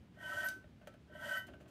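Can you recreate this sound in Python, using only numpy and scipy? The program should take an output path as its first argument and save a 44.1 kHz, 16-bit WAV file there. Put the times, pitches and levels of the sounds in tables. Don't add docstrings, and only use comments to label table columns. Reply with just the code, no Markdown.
import sys
import numpy as np
from scipy import signal
from scipy.fft import rfft, irfft
from scipy.io import wavfile

SR = 44100
rng = np.random.default_rng(int(sys.argv[2]) if len(sys.argv) > 2 else 0)


def volts_from_db(level):
    exponent = np.asarray(level, float) / 20
    return 10 ** exponent


def inscribe(sig):
    pcm = np.round(np.clip(np.atleast_2d(sig).T, -1, 1) * 32767)
    wavfile.write(sys.argv[1], SR, pcm.astype(np.int16))


N = 74970
T = np.arange(N) / SR

SLAB_PITCHES = [578, 612, 695, 980, 1325, 1526, 1575, 1865, 1964, 2112, 2840, 3025, 3066, 3280]
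# [level/dB, t60/s]
SLAB_MODES = [(-13, 0.061), (-10, 0.048), (-17.5, 0.033), (-21, 0.063), (-21.5, 0.13), (-9, 0.083),
              (-11, 0.063), (-18, 0.067), (-24, 0.3), (-31, 0.05), (-28.5, 0.035), (-21.5, 0.082),
              (-21, 0.072), (-24.5, 0.02)]
BLADE_PITCHES = [4645, 6050, 7715, 8905, 9105, 9445, 10600, 12300]
# [level/dB, t60/s]
BLADE_MODES = [(-7.5, 0.09), (-6.5, 0.061), (-8.5, 0.05), (-13.5, 0.07), (-2.5, 0.043), (-7.5, .07),
               (-9, 0.034), (-1, 0.0056)]
# [f/Hz, density/dB per Hz]
HISS_COLOUR = [(560, -5), (1500, 4), (2600, 1), (4000, -3.5), (8500, -4.5), (10100, -11), (12500, -6),
               (14100, -14)]
HISS_DB, BLADE_DB = 7, -3
EDGE_HZ = 14150


def rms_one(x):
    return x / np.sqrt(np.mean(x ** 2) + 1e-20)


def cut(x, hz, kind, order=2):
    return signal.sosfilt(signal.butter(order, np.clip(hz, 10, .45 * SR), kind, fs=SR, output="sos"), x)


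def steep(x, hz):
    return signal.sosfilt(signal.ellip(10, .5, 55, hz, fs=SR, output="sos"), x)


def drift(hz):
    return rms_one(cut(rng.standard_normal(N + 9999), hz, "low")[9999:])


def colour(x, points):
    hz = np.maximum(np.arange(N // 2 + 1) * SR / N, 1)
    p = np.array(points)
    gain = volts_from_db(np.interp(np.log(hz), np.log(p[:, 0]), p[:, 1]))
    gain = gain * np.minimum(hz / p[0, 0], 1) ** 4.1
    return irfft(rfft(x) * gain / np.sqrt(np.mean(gain ** 2)), N)


def ring(force, pitches, modes):
    out = np.zeros(N)
    for k, (hz, (db, t60)) in enumerate(zip(pitches, modes)):
        r = volts_from_db(-60 / (t60 * SR))
        w = 2 * np.pi * hz / SR
        b = (1 - r * r) ** .5 * 2 ** .5 * np.sin(w) * volts_from_db(db) * (-1) ** k
        out += signal.lfilter([0, b], [1, -2 * r * np.cos(w), r * r], force + 1e-18)
    return out


def rumble():
    # [f/Hz, density/dB per Hz]
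    murmur_colour = [(45, -12), (70, 1), (240, -4), (560, -20), (1000, -25), (3000, -30.5), (8000, -45),
                     (15600, -51.5)]
    hum_hz, hum_width_hz, hum_db = 240.8, 4.7, -76
    hum_band = [hum_hz - hum_width_hz / 2, hum_hz + hum_width_hz / 2]
    hum = rms_one(cut(rng.standard_normal(N), hum_band, "band"))
    murmur = rms_one(colour(rng.standard_normal(N), murmur_colour))
    sway = volts_from_db(.8 * drift(hz=5))
    return volts_from_db(-59.5) * murmur * sway + volts_from_db(hum_db) * hum


def tearing():
    tears_per_s, spread_db, flutter_db, flutter_hz = 5000, 2.2, 0.5, 40
    sizes = volts_from_db(spread_db * np.minimum(rng.exponential(1, N), 5)) * rng.choice([-1, 1], N)
    snaps = rng.random(N) < tears_per_s / SR
    return rms_one(sizes * snaps * volts_from_db(flutter_db * drift(flutter_hz)))


def stroke_gain(axis):
    # [t/s, cutting effort/dB, pressure on the slab/dB]
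    strokes = [
        [(0.13, -110, -83), (0.178, -88, -56), (0.222, -74.5, -48.5), (0.298, -67, -44.5), (0.348, -65.5, -42),
         (0.386, -63.5, -42.5), (0.452, -63, -40), (0.468, -60, -54), (0.476, -67, -37)],
        [(1.07, -103, -74.5), (1.156, -80.5, -49), (1.164, -82, -56), (1.256, -64.5, -39), (1.274, -65, -42),
         (1.314, -64, -42), (1.364, -63.5, -43), (1.374, -62.5, -48.5), (1.44, -84.5, -63.5)],
    ]
    total = 0
    for stroke in strokes:
        points = np.array(stroke)
        total = total + volts_from_db(np.interp(T, points[:, 0], points[:, axis], left=-200, right=-200))
    return total


def cutting():
    effort, pressure = stroke_gain(axis=1), stroke_gain(axis=2)
    hiss = volts_from_db(HISS_DB) * effort * colour(tearing(), HISS_COLOUR)
    blade = volts_from_db(BLADE_DB) * ring(effort * tearing(), BLADE_PITCHES, BLADE_MODES)
    slab = ring(pressure * tearing(), SLAB_PITCHES, SLAB_MODES)
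    return hiss + blade + volts_from_db(2.57) * cut(slab, 530, "high", order=4)


def catches():
    # [slab mode number, level over the pressure/dB]
    singing = [(4, -14), (5, -20.5), (7, -12), (8, -17.5), (11, -22.5)]
    # [t/s, slab mode number, peak level/dB, t60/s]
    snags = [(0.17, 1, -50, 0.087), (0.29, 5, -34, 0.11), (0.365, 5, -35.5, 0.45), (0.398, 5, -43, 0.048),
             (0.457, 5, -33.5, 0.47), (0.251, 11, -52.5, 0.18), (0.21, 5, -56, 0.076),
             (0.201, 7, -52.5, 0.9), (0.262, 5, -46, 0.14), (0.33, 5, -34, 0.045), (0.4, 7, -44, 0.27),
             (0.432, 5, -45.5, 0.3), (0.48, 4, -63, 1), (0.874, 4, -61, 0.44), (1.229, 5, -34.5, 0.083),
             (1.349, 7, -41.5, 0.25), (1.365, 8, -42, 0.18), (1.537, 5, -60, 0.3), (0.205, 11, -65, 0.15),
             (1.096, 1, -51.5, 0.12), (1.12, 5, -50, 0.11), (1.15, 1, -41, 0.084), (1.245, 0, -41.5, 0.19),
             (1.286, 5, -30.5, 0.13), (1.309, 5, -31.5, 0.083), (1.333, 5, -33, 0.11),
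             (1.343, 11, -52, 0.29), (1.366, 5, -31, 0.17), (1.39, 11, -52, 0.29)]
    lag_hz, wander_db, wander_hz, slur_rad = 8.9, 4.5, 20.4, 0.28
    rise_s, grip_db_per_s2 = 0.003, 350
    pressure = cut(stroke_gain(axis=2), lag_hz, "low", order=1)
    size = np.zeros((len(SLAB_PITCHES), N))
    for mode, db in singing:
        size[round(mode)] += pressure * volts_from_db(db + wander_db * drift(wander_hz))
    for s, mode, db, t60 in snags:
        t = np.maximum(T - s, 0)
        swell = (1 - np.exp(-t / rise_s)) ** 2
        size[round(mode)] += swell * volts_from_db(db - 60 * t / t60 - grip_db_per_s2 * t ** 2)
    out = np.zeros(N)
    for a, hz in zip(size, SLAB_PITCHES):
        if a.any():
            out += a * np.sin(2 * np.pi * hz * T + slur_rad * drift(wander_hz))
    return out


def leans():
    # [t/s, level/dB, length/s]
    shifts = [
        (0.303, -67.5, 0.12),
        (0.404, -69, .05),
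        (0.574, -61, 0.031),
        (1.124, -60, 0.02),
        (1.498, -61, 0.045),
        (1.646, -65.5, 0.12),
    ]
    swell = sum(volts_from_db(db) * np.exp(-((T - s) / span) ** 2) for s, db, span in shifts)
    return swell * rms_one(cut(rng.standard_normal(N), [241, 389], "band"))


def squeaks():
    # [t/s, length/s, level/dB]
    exits = [
        (0.441, 0.031, -51.5),
        (1.371, 0.03, -59),
    ]
    centre_hz, half_width_hz, ramp_s = 12570, 770, 0.0016
    gate = 0
    for s, span, db in exits:
        gate = gate + volts_from_db(db) * np.clip(np.minimum(T - s, s + span - T) / ramp_s, 0, 1)
    band = [centre_hz - half_width_hz, centre_hz + half_width_hz]
    return gate * rms_one(cut(tearing(), band, "band", order=3))


def rustle():
    start_s, level_db, t60_s, settle_db_per_s2 = .474, -62.5, 0.39, 702
    t = np.maximum(T - start_s, 0)
    fade = (T > start_s) * volts_from_db(level_db - 60 * t / t60_s - settle_db_per_s2 * t ** 2)
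    stir = fade * tearing()
    slab = volts_from_db(15.5) * ring(stir, SLAB_PITCHES[9:], SLAB_MODES[9:])
    blade = volts_from_db(BLADE_DB) * ring(stir, BLADE_PITCHES, BLADE_MODES)
    hiss = fade * volts_from_db(HISS_DB) * colour(tearing(), HISS_COLOUR)
    return hiss + slab + blade


def taps():
    # [t/s, crack level/dB, knock level/dB, length/s]
    contacts = [(0.486, -29.5, -54, 0.0038), (0.64, -83, -56.5, 0.0083), (0.808, -75, -61.5, 0.037),
                (0.871, -50.5, -45, 0.0072), (0.877, -64, -57, 0.007), (0.937, -67, -59.5, 0.014),
                (1.466, -56, -65, 0.015), (1.476, -71, -54.5, 0.03), (1.533, -70, -54.5, 0.019),
                (1.599, -66, -61.5, 0.038), (1.655, -85, -61.5, 0.021), (1.675, -64, -65.5, 0.04)]

    def bursts(axis):
        envelope = 0
        for row in contacts:
            rise = np.clip((T - row[0]) / (0.29 * row[3]), 0, 1)
            decay = np.exp(-2 * np.maximum(T - row[0], 0) / row[3])
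            envelope = envelope + volts_from_db(row[axis]) * rise * decay
        return envelope * rng.standard_normal(N)

    crack, knock = bursts(axis=1), bursts(axis=2)
    snap = cut(crack, [2850, 9200], "band", order=1)
    thud = ring(knock, [612, 1600, 2996], [(5.5, 0.05), (-2, 0.0063), (-6, 0.004)])
    blade = volts_from_db(-13) * ring(crack, BLADE_PITCHES, BLADE_MODES)
    slab = volts_from_db(-6) * ring(knock, SLAB_PITCHES, SLAB_MODES)
    return snap + blade + thud + slab


def whistle(x):
    bright = np.abs(cut(x, 11000, "high")) * (T > .487)
    follow = cut(bright, 25, "low", order=1)
    return volts_from_db(-5) * follow * np.sin(2 * np.pi * 13954 * T)


def room(x):
    t60_s, gap_s, wall_cut_hz = 0.27, .004, 6000
    t = T[:SR // 2]
    tail = rng.standard_normal(len(t)) * volts_from_db(-60 * t / t60_s) * (t > gap_s)
    tail = tail / np.sqrt(np.sum(tail ** 2))
    return signal.fftconvolve(x, cut(tail, wall_cut_hz, "low", order=1))[:N]


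def scene():
    touches = taps()
    bench = cutting() + squeaks() + touches + rustle()
    heard = steep(bench + volts_from_db(-6) * room(bench), EDGE_HZ)
    heard = heard + volts_from_db(2) * cut(touches, EDGE_HZ, "high", order=6)
    return (heard + catches() + whistle(heard) + rumble() + leans())[None]


def top_cut(x):
    return signal.sosfilt(signal.butter(12, 15700, fs=SR, output="sos"), x)


def record(dry):
    return top_cut(steep(dry, 15700))


dry = scene()
out = record(dry)
inscribe(out)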